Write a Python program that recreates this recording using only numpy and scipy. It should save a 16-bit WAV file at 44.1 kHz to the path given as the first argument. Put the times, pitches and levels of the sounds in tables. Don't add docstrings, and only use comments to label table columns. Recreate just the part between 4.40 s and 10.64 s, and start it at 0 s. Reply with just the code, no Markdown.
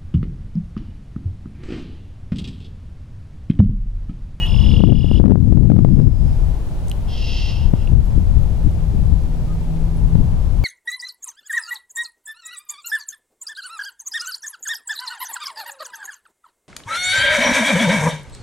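import sys
import numpy as np
from scipy import signal
from scipy.fft import rfft, irfft
from scipy.io import wavfile
from scipy.ndimage import uniform_filter1d

SR = 44100
rng = np.random.default_rng(int(sys.argv[2]) if len(sys.argv) > 2 else 0)


def wav_record(signal):
    frames = np.transpose(np.atleast_2d(signal))
    bounded = np.clip(frames, -1, 1)
    quanta = np.round(bounded * 32767).astype(np.int16)
    wavfile.write(sys.argv[1], SR, quanta)


N = 275184
TIME = np.arange(N) / SR

# frequency in Hz, relative density in dB,
# excess of left over right in dB, correlation between the two.
AIR_SPECTRUM = [(30, 2.5, 13.5, 0.64), (101, 2.5, 0, 0.39), (183, 0.5, -0.5, 0.68), (365, -8.5, 1, 0.95),
                (595, -10.5, 5, 0.62), (855, -14, 5.5, 0.64), (1144, -22.5, 7, 0.35),
                (2050, -27.5, 0.5, 0.25), (3300, -29, 0, 0.092), (6040, -34, 0.5, 0.3),
                (11200, -37.5, -2.5, 0.13), (15500, -43.5, 3, .1)]
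# time in seconds, level in dB.
ROAD_LEVEL = [(0, -47), (1.6, -60.5), (3.2, -54.5), (5, -65), (5.8, -52.5)]
# time in seconds, level in dB.
ENGINE_LEVEL = [(0, -28.5), (1.9, -31.5), (3.4, -45.5), (4.3, -28), (5.7, -24.5), (6.24, -37)]
# multiple of the turning rate, relative level in dB.
ENGINE_ORDERS = [(2, -3.5), (3, -18.5), (4, -24.5), (5, -27), (6, -32)]
# start and end in seconds, pitch and width in Hz, level in dB.
FAR_CALLS = [(0.157, .56, 478.5, 7.1, -39.5), (1.29, 2.124, 5090, 380, -61), (3.1, 3.408, 919, 60, -49),
             (5.054, 5.166, 1237, 40, -48.5)]
# time in seconds, level in dB.
BREEZE_LEVEL = [(0, -18.5), (.16, -6.5), (.36, -4.5), (.5, 4), (.66, -6.5), (.88, 4), (1.06, -2.5),
                (1.2, 0), (1.63, -2), (1.78, -8.5), (2.3, -21.5), (2.8, -16.5), (3.4, -13.5), (3.95, -11),
                (4.35, -16.5), (4.6, -10), (5.15, -20), (6.24, -10.5)]
# centre and length in seconds, peak in dB, eddy corner in Hz.
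WIND_GUSTS = [(1.677, 0.055, 0, 159), (1.837, .05, -5.5, 192), (2.06, .12, -10, 96),
              (3.263, 0.056, -7, 137), (3.557, .08, -3, 200), (3.78, 0.046, -7.5, 190),
              (3.978, 0.11, -7.5, 116), (4.265, 0.031, -3.5, 144), (4.725, 0.051, -5, 137),
              (5.44, 0.029, -8, 103), (5.64, .05, -7.5, 95), (5.79, .08, -6, 190)]
# time in seconds, pressure with full scale 1,
# time constant of the front in ms.
PRESSURE_SWINGS = [(.404, -1, 0.35), (0.4383, 2.5, 0.35), (.482, -0.5, 0.55), (0.523, -4, 0.64),
                   (.645, -1.5, 0.52), (0.715, -1, 0.33), (0.8, 3, 0.52), (0.841, -1.5, 0.27),
                   (.920, 5, 0.59), (.957, -1.5, 0.23), (1.125, -3, 0.81), (1.174, 4.5, 1.3),
                   (1.302, 3.5, 0.69), (1.319, 4, 0.9), (1.391, 3.5, 0.91), (1.449, -3.5, 0.51),
                   (3.338, 2, 1.06), (3.522, -0.24, 0.41), (3.779, 0.65, 0.64), (5.755, 3.8, 2.93),
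                   (5.802, 3.5, 5.7)]
# start in seconds, peak in dB, pitch in Hz,
# time constant in ms, share of noise from 0 to 1.
TICKS = [(.062, -31, 12500, 0.55, 0.9), (2.4725, -34, 11000, .4, .9), (2.483, -29, 8950, 0.61, .6),
         (2.482, -33, 5640, .4, 0.9), (2.4972, -22, 8950, 0.55, 0.5), (2.515, -24, 10600, 0.32, 1),
         (2.515, -22.5, 3000, 0.67, 0.14), (2.514, -34, 3960, 0.94, 0.16), (2.625, -47, 13000, 1.2, .2),
         (3.474, -29, 2770, 1.06, 0.36), (3.656, -36.5, 13500, 0.9, .7), (4.033, -39, 13000, .8, .7),
         (5.565, -46, 10000, 4, .05)]
# centre in Hz, width in Hz, relative level in dB.
FORMANTS = [(2040, 310, -9), (2740, 300, 0.5), (3226, 220, 0.5), (3800, 870, -3.5), (4500, 690, -4),
            (5150, 500, 1), (5740, 710, -11), (6640, 680, -17.5)]
# start and end in seconds, relative peak in dB.
BUZZ_ARCHES = [(2.67, 3.305, -32.5), (3.327, 3.485, -46)]
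# time in seconds, level in dB, pitch in Hz,
# level of the lower sideband relative to the main tone in dB.
WHISTLE_CONTOUR = [(0, -30.5, 2880, -1), (.008, -28, 2897, -18), (.033, -22, 2897, -11),
                   (.046, -24, 2893, -23), (.056, -32, 2920, -5), (0.067, -40, 3230, 3),
                   (.074, -40, 3270, 2)]
# time in seconds, syllables per second.
SYLLABLE_RATE = [(.0714, 47.4), (.19, 40.6), (.5, 36.7), (.64, 37.4), (.78, 45.9)]
# time in seconds, relative levels of the low and high voice in dB.
TRILL_LEVELS = [(.08, -34.5, -44.5), (.15, -34.5, -43.5), (.3, -30.5, -43), (.48, -34, -65),
                (.59, -34, -43.5), (.7, -37, -58), (.79, -31, -50)]
# fraction of the cycle, pitch in Hz, relative level in dB.
SYLLABLE_SHAPE = [(0, 3280, -13), (.07, 2990, 1.5), (.17, 2760, -2), (.23, 2880, 3.5), (.35, 2900, 2),
                  (.45, 3100, -14), (.55, 3380, -7), (.76, 3440, -6.5), (1, 3280, -13)]


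def amp(db):
    return 10 ** (np.asarray(db) / 20)


def unit(x):
    return x / np.sqrt(np.mean(x ** 2) + 1e-20)


def follow(rows, t=TIME):
    knots, *columns = np.transpose(rows)
    return [np.interp(t, knots, column) for column in columns]


def during(start, end, fade=0.0016):
    return np.clip(np.minimum(TIME - start, end - TIME) / fade, 0, 1)


def step(at, seconds):
    return .5 + .5 * np.tanh((TIME - at) / seconds)


def wander(hz):
    lowpass = np.exp(-(np.fft.rfftfreq(N, 1 / SR) / hz) ** 2)
    return unit(irfft(rfft(rng.standard_normal(N)) * lowpass, N))


def tone(hz):
    return np.sqrt(2) * np.sin(2 * np.pi * (np.cumsum(hz) / SR + rng.random()))


def resonate(x, hz, width):
    carrier = np.exp(2j * np.pi * np.cumsum(hz * np.ones(len(x))) / SR)
    pole = np.exp(-np.pi * width / SR)
    baseband = signal.lfilter([(1 - pole) ** 2], [1, -2 * pole, pole * pole], x / carrier + 1e-18)
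    return 2 * (carrier * baseband).real


def pan(db):
    return amp([[db], [-db]])


def air(level_db=-32.5):
    rows = [(np.log(hz), *rest) for hz, *rest in AIR_SPECTRUM]
    db, balance_db, correlation = follow(rows, np.log(np.fft.rfftfreq(N, 1 / SR) + 1))
    left, independent = rfft(rng.standard_normal((2, N)))
    right = correlation * left + np.sqrt(1 - correlation ** 2) * independent
    spectra = np.array([left * amp(db + balance_db / 2), right * amp(db - balance_db / 2)])
    return amp(level_db + 0.12 * wander(9)) * unit(irfft(spectra, N))


def traffic(hz=900, width_hz=450):
    tyres = unit(resonate(rng.standard_normal(N), hz, width_hz))
    return amp(follow(ROAD_LEVEL)[0]) * tyres * pan(2.5)


def engine(turning_hz=81.33):
    db, = follow(ENGINE_LEVEL)
    hz = turning_hz * (1 + 0.00372 * wander(5.15))
    hum = sum(amp(db + order_db + 2 * wander(4.4)) * tone(k * hz) for k, order_db in ENGINE_ORDERS)
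    return hum * pan(1.2)


def far_birds():
    calls = np.zeros(N)
    for start, end, hz, width, db in FAR_CALLS:
        band = unit(resonate(rng.standard_normal(N), hz, width))
        calls += amp(db) * band * during(start, end, fade=(end - start) / 3)
    return calls * pan(1)


def airflow(calm_hz=84, breeze_hz=201, lee_db=-20.5, lee_hz=101):
    breeze = amp(follow(BREEZE_LEVEL)[0])
    flows = [(amp(db) * np.exp(-2 * ((TIME - centre) / length) ** 2), hz)
             for centre, length, db, hz in WIND_GUSTS]
    flows.append((breeze, calm_hz + breeze_hz * breeze))
    left_power = sum(flow ** 2 for flow, _ in flows)
    left_hz = sum(flow ** 2 * hz for flow, hz in flows) / left_power
    right_strength = amp(lee_db + 1.5 * wander(8))
    right_hz = lee_hz * (1 + 0.4 * breeze)
    return np.array([np.sqrt(left_power), right_strength]), np.array([left_hz, right_hz])


def wind(slope=2.203, port_hz=520, small_eddy_hz=350, burst_db=5.5, swing_ms=2.33):
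    hz, frames, spectra = signal.stft(rng.standard_normal((2, N)), SR, nperseg=2048, noverlap=1536)
    hz = hz[:, None]
    strength, corner_hz = airflow()
    corner = np.array([np.interp(frames, TIME, port) for port in corner_hz])[:, None]
    spectra[1] += 0.58 * spectra[0]
    eddy_shape = (1 + (hz / corner) ** 2) ** -slope * hz / np.hypot(hz, 0.12 * corner)
    spectra *= eddy_shape / (1 + (hz / port_hz) ** 2)
    rumble = signal.istft(spectra, SR, nperseg=2048, noverlap=1536)[1][:, :N]
    local_power = uniform_filter1d(uniform_filter1d(rumble ** 2, size=2600), size=2600)
    rumble /= np.sqrt(local_power + 1e-20)
    large = signal.sosfiltfilt(signal.butter(2, small_eddy_hz, fs=SR, output="sos"), rumble)
    small = (rumble - large) * unit(amp(burst_db * wander(38)))
    pressure = (large + small) * strength
    for at, swing, front_ms in PRESSURE_SWINGS:
        near = slice(round(at * SR) - 1024, round(at * SR) + 1024)
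        ms = (TIME[near] - at) * 1000
        front = swing * np.tanh(ms / front_ms)
        pressure[0, near] += (front - pressure[0, near]) * np.exp(-(ms / swing_ms) ** 2)
    return pressure


def marsh(x, scatter_db=-12, t60_s=0.55, lag_ms=0.027):
    t = np.arange(SR // 2) / SR
    echoes = rng.standard_normal((2, len(t))) * (rng.random((2, len(t))) < .1)
    echoes *= amp(-60 * t / t60_s) * (t > .001)
    echoes /= np.linalg.norm(echoes, axis=1, keepdims=True)
    scattered = signal.fftconvolve(x[None], echoes, axes=1)[:, :N]
    delay = np.exp(-2j * np.pi * np.fft.rfftfreq(N, 1 / SR) * lag_ms / 1000)
    direct = np.array([x, irfft(rfft(x) * delay, N)])
    return direct * pan(-.4) + amp(scatter_db) * scattered


def ticks(relative_width=0.55):
    out, t = np.zeros(N), np.arange(2048) / SR
    for start, db, hz, ms, noise_share in TICKS:
        age = t * 1000 / ms
        band = unit(resonate(rng.standard_normal(len(t)), hz, relative_width * hz))
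        ring = tone(np.full(len(t), hz))
        tick = (noise_share * band + (1 - noise_share) * ring) * age * np.exp(-age)
        span = out[round(start * SR):][:len(t)]
        span += (amp(db) * tick / abs(tick).max())[:len(span)]
    return out


def throat(source):
    f = np.fft.rfftfreq(N, 1 / SR)
    power = sum(amp(db) ** 2 / (1 + ((f - hz) / (0.46 * width)) ** 4) for hz, width, db in FORMANTS)
    return unit(irfft(rfft(source) * np.sqrt(power), N))


def buzz(pulse_hz=410, jitter=0.36, arch_db=10.5, beak_start_hz=3150, beak_end_hz=2890, gain_db=2):
    effort = np.zeros(N)
    for start, end, db in BUZZ_ARCHES:
        from_centre = np.clip(2 * (TIME - start) / (end - start) - 1, -1, 1)
        effort += amp(db - arch_db * from_centre ** 2) * during(start, end, fade=0.028)
    effort *= amp(-5 * step(at=3.125, seconds=0.01))
    cycles = np.cumsum(pulse_hz * (1 + jitter * wander(300))) / SR
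    snaps = np.diff(np.floor(cycles), prepend=0)
    breath = .9 * rng.standard_normal(N)
    voice = throat(unit(snaps) + breath) * amp(0.65 * wander(76))
    beak_hz = beak_start_hz + (beak_end_hz - beak_start_hz) * step(at=2.78, seconds=0.014)
    beak = 2.05 * resonate(voice, beak_hz, width=830)
    beak_share = np.clip(0.38 - 0.2 * np.log10(effort / effort.max() + 1e-6), 0, .6)
    return ((1 - beak_share) * voice + beak_share * beak) * effort * amp(gain_db)


def whistle(beat_hz=325, undertone_hz=1900, hiss_db=-46):
    db, hz, sideband_db = follow(WHISTLE_CONTOUR)
    hz = hz + 12 * wander(200)
    sidebands = tone(hz - beat_hz + 40 * wander(150)) + amp(-5) * tone(hz + beat_hz)
    undertone = amp(-21) * tone(undertone_hz + 70 * wander(300))
    harmonics = amp(-43) * tone(2 * hz) + amp(-37) * tone(4 * hz)
    hiss = amp(hiss_db) * unit(resonate(rng.standard_normal(N), hz=2400, width=6600))
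    voice = tone(hz) + amp(sideband_db) * sidebands + undertone + harmonics
    return (amp(db) * voice + hiss) * during(0, WHISTLE_CONTOUR[-1][0])


def trill(start_s=.0714, end_s=.792, jitter_hz=55, flutter=0.41, high_hz=5100, beak_hz=3100):
    cycle = np.cumsum(follow(SYLLABLE_RATE)[0] * (TIME > start_s)) / SR % 1
    low_db, high_db = follow(TRILL_LEVELS)
    low_hz, shape_db = follow(SYLLABLE_SHAPE, cycle)
    low = tone(low_hz + jitter_hz * wander(590)) * (1 + flutter * wander(750))
    low = resonate(low * amp(low_db + shape_db + 1), beak_hz, width=2600)
    arch = np.exp(-((cycle - .68) / 0.33) ** 2)
    glide_hz = 200 * (arch - .85) - 260 * (TIME - .3)
    high = tone(high_hz + glide_hz + 35 * wander(500)) * arch * amp(high_db + 1.5)
    rasp = throat(rng.standard_normal(N)) * amp(low_db - 15)
    return (low + rasp + high) * during(start_s, end_s)


def scene():
    near = marsh(whistle() + trill() + buzz() + ticks())
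    return near + far_birds() + engine() + traffic() + air() + wind()


def record(dry, threshold_db=-6.0, recovery_db_per_s=32, band_limit_hz=15750):
    power_db = 10 * np.log10(abs(uniform_filter1d(dry ** 2, size=2600)).max(0) + 1e-12)
    recovery_db = TIME * recovery_db_per_s
    held_db = np.maximum.accumulate(power_db + recovery_db) - recovery_db
    reduction_db = uniform_filter1d(np.maximum(held_db - threshold_db, 0), size=600)
    clipped = np.clip(dry * amp(-reduction_db), -1, 1)
    lowpass = signal.firwin(1023, band_limit_hz, window=("kaiser", 9), fs=SR)
    return signal.oaconvolve(clipped, lowpass[None], "same")


dry = scene()
out = record(dry)
wav_record(out)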